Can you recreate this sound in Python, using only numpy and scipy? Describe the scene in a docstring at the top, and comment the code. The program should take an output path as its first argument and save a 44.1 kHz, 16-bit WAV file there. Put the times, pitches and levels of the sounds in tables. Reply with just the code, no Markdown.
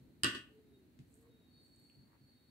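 """A hard object drops in a small, hard-walled room: a double clack and a weak rebound.
Each contact cracks, rings the object's modes and thumps the table; the room carries the decay.
Fingers work wet rice with tiny sticky ticks, rub the plate and bump it on the table.
Behind it: low room rumble, a faint far-off howl, a thin whine and an insect's trill."""
import sys
import numpy as np
from scipy import signal
from scipy.fft import rfft, irfft, next_fast_len
from scipy.io import wavfile
from scipy.ndimage import uniform_filter1d, map_coordinates

SR = 44100
rng = np.random.default_rng(int(sys.argv[2]) if len(sys.argv) > 2 else 0)


def unload_audio(sound):
    """Save the sound as a 16-bit wav file, at the path given as the first command line argument."""
    columns = np.transpose(np.atleast_2d(sound))
    # keep every value between -1 and 1, then stretch to whole-number steps
    steps = np.round(np.clip(columns, -1, 1) * 32767)
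    wavfile.write(sys.argv[1], SR, steps.astype(np.int16))


N = 110250

# Room decay. Each row: frequency in Hz, T60 in seconds.
ROOM_T60 = [(300, 0.33), (1500, 0.37), (2800, 0.39), (4800, .29), (8000, .32), (14000, 0.28)]
# Diffuse sound. Each row: frequency in Hz, left-right correlation.
ROOM_COHERENCE = [(300, 0.79), (650, 0.18), (1400, 0.058), (3000, .05)]
# Room tone. Each row: frequency in Hz, relative level in dB.
ROOM_TONE_SPECTRUM = [(15, -69), (47, -14), (70, -2), (205, -6), (248, 0), (486, -17), (1120, -29),
                      (1820, -26.5), (3490, -33), (4250, -26), (5000, -38.5), (15800, -35.5)]
# Rumble fade. Each row: time in seconds, gain in dB.
RUMBLE_GAIN = [(0, -63.5), (0.75, -65.5), (0.95, -66), (1.3, -67), (2.5, -70.5)]
# One list per howl. Each row: time in seconds, pitch in Hz, level in dB.
HOWL_CONTOURS = [
    [(0.48, 422, -80), (0.56, 438.4, -63.5), (0.68, 426.6, -73), (0.8, 386.3, -70.5), (0.9, 335, -80)],
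    [(1.14, 420.4, -80.5), (1.22, 460, -73), (1.3, 474, -73.5), (1.39, 437.7, -78), (1.44, 401, -79)],
]
# Whine and insect envelopes. Each row: time in seconds, level in dB.
WHINE_LEVEL = [(0.621, -102), (0.75, -80), (0.87, -102), (1.199, -102), (1.31, -85.5), (1.48, -79),
               (1.52, -84), (1.579, -75.5), (1.629, -89), (1.82, -84.5), (1.95, -108), (2.238, -98),
               (2.41, -84), (2.5, -90)]
INSECT_LEVEL = [(1.43, -99), (1.54, -75), (1.62, -71), (1.7, -73.5), (1.76, -72), (1.97, -72),
                (2.06, -79.5), (2.18, -85.5), (2.29, -75.5), (2.5, -78.5)]
# Insect rasp. Each row: frequency in Hz, relative level in dB.
RASP_SPECTRUM = [(3900, -37.5), (4250, -5.5), (4435, 1.5), (4750, -24.5), (5200, -73.5), (8000, -45.5),
                 (8850, -13), (9600, -51.5)]
# Fingers squeeze rice, rub the plate. Each row: centre in seconds, half length in seconds, level in dB.
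RICE_SQUEEZES = [(1.17, .06, -77), (1.66, 0.029, -81), (1.84, 0.098, -81.5)]
PLATE_RUBS = [(1.25, 0.03, -78.5), (2.09, .02, -86), (2.148, 0.027, -74.5)]
# Sticky rice. Each row: start in seconds, gain in dB, band centre in Hz.
RICE_TICKS = [(1.1416, -56.5, 7930), (1.2126, -66, 10500), (1.6358, -66, 10200), (1.7615, -67, 7900),
              (1.799, -68, 12000), (1.8405, -66, 8000), (1.8986, -59, 2620)]
# Fingers bump the plate. Each row: start in seconds, thud gain in dB, tap gain in dB.
PLATE_BUMPS = [(0.0, -64.5, -86), (0.99, -54.5, -74), (1.972, -59.5, -100), (2.21, -63, -100)]
# Finger noises. Each row: frequency in Hz, relative level in dB.
SQUEEZE_SPECTRUM = [(3000, -15.5), (5500, -19), (8000, 0.5), (10000, -10), (12000, -6), (15500, -16)]
RUB_SPECTRUM = [(700, -7.5), (1080, 4), (1400, -12), (1900, -3), (6000, -51)]
THUD_SPECTRUM = [(24, -15), (40, -23.5), (103, 0), (250, -4.5), (408, -22.5), (1200, -100)]
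TAP_SPECTRUM = [(700, -32), (1900, 9.5), (9000, -2), (15000, -31)]
# Drop contacts. Each row: start in seconds, crack, ring and thump gains in dB, factor on the room's T60.
DROP_CONTACTS = [(0.2340, -15, -33.5, -37, 0.54), (0.2441, -18, -34, -41, 1.0),
                 (0.3473, -44.5, -45.5, -48, 0.63)]
# Direct crack, diffuse ring and thump of the drop. Each row: frequency in Hz, relative level in dB.
CRACK_SPECTRUM = [(800, -42.5), (1080, -13), (1850, -15.5), (2240, -23), (2910, -1), (3530, -18.5),
                  (5000, -4.5), (5700, -30), (7100, -19), (7800, -6.5), (8200, -16), (8750, -0.5),
                  (9900, -24), (11700, -20.5), (15800, -44.5)]
RING_SPECTRUM = [(500, -56), (980, -22), (1150, -2), (1320, -11), (1450, -3), (1900, -6), (2290, -17),
                 (2850, -3.5), (3850, -14.5), (4150, -14.5), (4760, -12.5), (7040, -24.5), (7800, -15),
                 (10150, -28), (11200, -24), (15800, -48)]
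THUMP_SPECTRUM = [(21, -66.5), (35, -35.5), (100, -2.5), (162, -9), (265, -2.5), (480, -16), (590, -14),
                  (820, -34.5), (940, -18), (1400, -100)]
# Modes of the object, and of table and room. Each row: frequency in Hz, relative level in dB.
OBJECT_MODES = [(1110, -64), (1195, -60), (1482, -51), (1793, -51.5), (1922, -56), (2509, -62),
                (2616, -55.5), (2815, -48.5), (2905, -56.5), (3012, -58), (3210, -53.5), (3321, -62.5),
                (3415, -59.5), (3716, -63.5), (3919, -57.5), (4608, -59), (4926, -65.5), (5028, -69),
                (8640, -67)]
BOOM_MODES = [(115, -61.5), (215, -61), (259, -60), (278, -58.5), (329, -56.5), (385, -61.5)]
# Stereo position of the crack. Each row: frequency in Hz, left over right in dB.
DROP_PAN = [(1300, 2), (2700, 5), (5000, -14), (8400, -9.5), (13000, 8.5)]


def amp(db):
    """Decibels to gain."""
    return 10 ** (np.asarray(db) / 20)


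def unit(x):
    """Scale to rms 1."""
    return x / np.sqrt(np.mean(x ** 2) + 1e-20)


def clock():
    """Sample times in seconds."""
    return np.arange(N) / SR


def along(points, hz):
    """Interpolate (Hz, value) points on a log axis."""
    knots_hz, values = np.transpose(points)
    return np.interp(np.log(hz + 1), np.log(knots_hz + 1), values)


def curves(rows):
    """One value per sample for each column after the time."""
    times_s, *columns = np.transpose(rows)
    return [np.interp(clock(), times_s, column) for column in columns]


def wobble(knots_per_s):
    """Smooth random curve."""
    return map_coordinates(rng.standard_normal(4096), [clock() * knots_per_s], mode="wrap")


def filtered(x, response):
    """Apply a frequency response."""
    size = next_fast_len(N + SR // 2)
    return irfft(rfft(x, size) * response(np.fft.rfftfreq(size, 1 / SR)), size)[..., :N]


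def sides(db):
    """Left and right gains for a level difference."""
    return amp(np.array([np.atleast_1d(db), -np.atleast_1d(db)]) / 2)


def noise(spectrum):
    """Coloured stereo noise of rms 1, nearly mono in the bass."""
    def mid_side_gains(hz):
        angle_rad = np.arccos(np.clip(along(ROOM_COHERENCE, hz), -1, 1)) / 2
        return amp(along(spectrum, hz)) * [np.cos(angle_rad), np.sin(angle_rad)]
    mid, side = filtered(rng.standard_normal((2, N)), mid_side_gains)
    return unit(np.array([mid + side, mid - side]))


def fall(time_s, t60_s):
    """Exponential decay gain."""
    return np.exp(-np.log(1000) * time_s / t60_s)


def struck(attack_s, t60_s):
    """Envelope of a blow at time zero."""
    return (1 - np.exp(-clock() / attack_s)) * fall(clock(), t60_s)


def at(start_s, x):
    """Delay a stereo signal."""
    return np.pad(x, ((0, 0), (max(round(start_s * SR), 0), 0)))[:, :N]


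def room_tone(split_hz=700, swing_db=1.5, hiss_gain_db=-66.5):
    """Restless low rumble under a faint, even hiss."""
    gain_db, = curves(RUMBLE_GAIN)
    air = noise(ROOM_TONE_SPECTRUM)
    rumble = filtered(air, lambda hz: 1 / (1 + (hz / split_hz) ** 4))
    return amp(gain_db + swing_db * wobble(40)) * rumble + amp(hiss_gain_db) * (air - rumble)


def howls(blur_rad=.55, flutter_db=2):
    """Far-off arching tones; the walls leave only the blurred fundamental."""
    out = np.zeros(N)
    for contour in HOWL_CONTOURS:
        pitch_hz, level_db = curves(contour)
        sounding = (clock() > contour[0][0]) & (clock() < contour[-1][0])
        gate = uniform_filter1d(1. * sounding, size=2000)
        tone = unit(np.sin(2 * np.pi * np.cumsum(pitch_hz) / SR + blur_rad * wobble(55)))
        out += gate * amp(level_db + flutter_db * wobble(38)) * tone
    return out


def whine(pitch_hz=3770, blur_rad=.67, swell_db=2.5):
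    """A thin tone that comes and goes in small swells."""
    level_db, = curves(WHINE_LEVEL)
    tone = unit(np.sin(2 * np.pi * pitch_hz * clock() + blur_rad * np.array([wobble(31), wobble(33)])))
    return amp(level_db + swell_db * wobble(28)) * tone


def insect(pitch_hz=4427, waver_hz=26, wavers_per_s=30, pulse_db=1.5, rasp_db=1):
    """A pulsing, wavering trill inside a narrow rasp with a weak octave."""
    level_db, = curves(INSECT_LEVEL)
    trill_hz = pitch_hz + waver_hz * wobble(wavers_per_s)
    trill = unit(np.sin(2 * np.pi * np.cumsum(trill_hz) / SR + .5 * np.array([wobble(40), wobble(57)])))
    envelope = amp(level_db + pulse_db * wobble(wavers_per_s))
    return envelope * unit(trill + amp(rasp_db) * noise(RASP_SPECTRUM))


def finger_friction(strokes, spectrum, grain_db):
    """Grainy friction that swells and fades with each stroke."""
    swell = sum(amp(level_db) * np.exp(-.5 * ((clock() - centre_s) / half_s) ** 2)
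                for centre_s, half_s, level_db in strokes)
    return swell * unit(noise(spectrum) * amp(grain_db * wobble(900)))


def rice_ticks(width_oct=.15, trim_db=-1, pan_db=-10, echo_db=-3):
    """Wet grains part with tiny snaps, each with a wisp of room."""
    out = np.zeros((2, N))
    for start_s, gain_db, centre_hz in RICE_TICKS:
        band = lambda hz: np.exp(-.5 * (np.log2((hz + 1) / centre_hz) / width_oct) ** 2)
        snap = unit(filtered(rng.standard_normal(N), band)) * struck(attack_s=.0001, t60_s=.007)
        room = rng.standard_normal((2, N)) * fall(clock(), along(ROOM_T60, centre_hz))
        echo = signal.fftconvolve(snap[None, :1024], room / np.linalg.norm(room[0]), axes=1)[:, :N]
        out += at(start_s, amp(gain_db + trim_db) * (sides(pan_db) * snap + amp(echo_db) * echo))
    return out


def plate_bumps(table_hz=132, table_db=5, nail_db=19.5):
    """Fingers push the plate: the table thuds on its lowest mode, a nail clicks, the room answers."""
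    nail_envelope = amp(nail_db) * struck(attack_s=.00048, t60_s=.0048)
    tap_envelope = nail_envelope + struck(attack_s=.00071, t60_s=.25)
    table = amp(table_db) * np.sin(2 * np.pi * table_hz * clock()) * struck(attack_s=.0042, t60_s=.19)
    out = np.zeros((2, N))
    for start_s, thud_db, tap_db in PLATE_BUMPS:
        thud = table + noise(THUD_SPECTRUM) * struck(attack_s=.0021, t60_s=.33)
        tap = noise(TAP_SPECTRUM) * tap_envelope
        out += at(start_s, amp(thud_db) * thud + amp(tap_db) * tap)
    return out


def room_decay(x, attack_s, t60_scale):
    """Fast rise, then each frequency dies at its own rate."""
    hz, times_s, bins = signal.stft(x, SR, nperseg=256)
    decay = fall(times_s, t60_scale * along(ROOM_T60, hz)[:, None])
    tail = signal.istft(bins * decay, SR, nperseg=256)[1][:, :N]
    return tail * (1 - np.exp(-clock() / attack_s))


def modes(rows, spread_rad, blur_rad=.62):
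    """Sines of total rms 1; reflections make each phase wander and differ between the ears."""
    ring = np.zeros((2, N))
    for hz, level_db in rows:
        phase = 2 * np.pi * (hz * clock() + rng.random()) + blur_rad * wobble(35)
        ring += amp(level_db) * np.sin(phase + spread_rad * np.array([wobble(20), wobble(13)]))
    return unit(ring)


def contact_crack(burst_t60_s=.010, right_lag_s=.000347):
    """Direct sound of a contact: a short burst, whitened, coloured and panned."""
    def response(hz):
        lag = np.exp(-2j * np.pi * hz * right_lag_s * np.arange(2)[:, None])
        return amp(along(CRACK_SPECTRUM, hz)) * sides(along(DROP_PAN, hz)) * lag
    envelope = struck(attack_s=.0005, t60_s=burst_t60_s)
    bins = rfft(rng.standard_normal(N) * envelope, 2 * N)
    white = irfft(bins / (np.abs(bins) + 1e-12))[:N]
    crack = filtered(white, response) * fall(clock(), 10 * burst_t60_s)
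    return unit(crack) * np.sqrt(np.mean(envelope ** 2))


def dropped_object(body_db=-2, boom_db=-1.5, push_hz=230, push_db=-10, ring_pan_share=.53):
    """Each contact gives a crack, a push as the surface yields, a ring and a low thump."""
    body = amp(body_db) * modes(OBJECT_MODES, spread_rad=1.3)
    boom = amp(boom_db) * modes(BOOM_MODES, spread_rad=.15)
    push = amp(push_db) * np.sin(2 * np.pi * push_hz * clock()) * struck(attack_s=.004, t60_s=.0095)
    ring_pan = lambda hz: sides(ring_pan_share * along(DROP_PAN, hz))  # the room evens out the sides
    out = np.zeros((2, N))
    for start_s, crack_db, ring_db, thump_db, t60_scale in DROP_CONTACTS:
        shift = -round(start_s * SR)  # later contacts feed the same vibration
        ring = filtered(noise(RING_SPECTRUM) + np.roll(body, shift, axis=1), ring_pan)
        ring = room_decay(ring, attack_s=.0006, t60_scale=t60_scale)
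        thump = noise(THUMP_SPECTRUM) + np.roll(boom, shift, axis=1)
        thump = room_decay(thump, attack_s=.002, t60_scale=t60_scale)
        direct = contact_crack() + push
        out += at(start_s, amp(crack_db) * direct + amp(ring_db) * ring + amp(thump_db) * thump)
    return out


def scene():
    """Fingers, drop and background, in stereo."""
    fingers = plate_bumps() + rice_ticks()
    fingers += finger_friction(RICE_SQUEEZES, SQUEEZE_SPECTRUM, grain_db=5)
    fingers += finger_friction(PLATE_RUBS, RUB_SPECTRUM, grain_db=2.5)
    return fingers + dropped_object() + insect() + whine() + howls() + room_tone()


def record(dry):
    """Brick-wall low-pass at 15750 Hz."""
    return filtered(dry, lambda hz: hz < 15750)


dry = scene()
out = record(dry)
unload_audio(out)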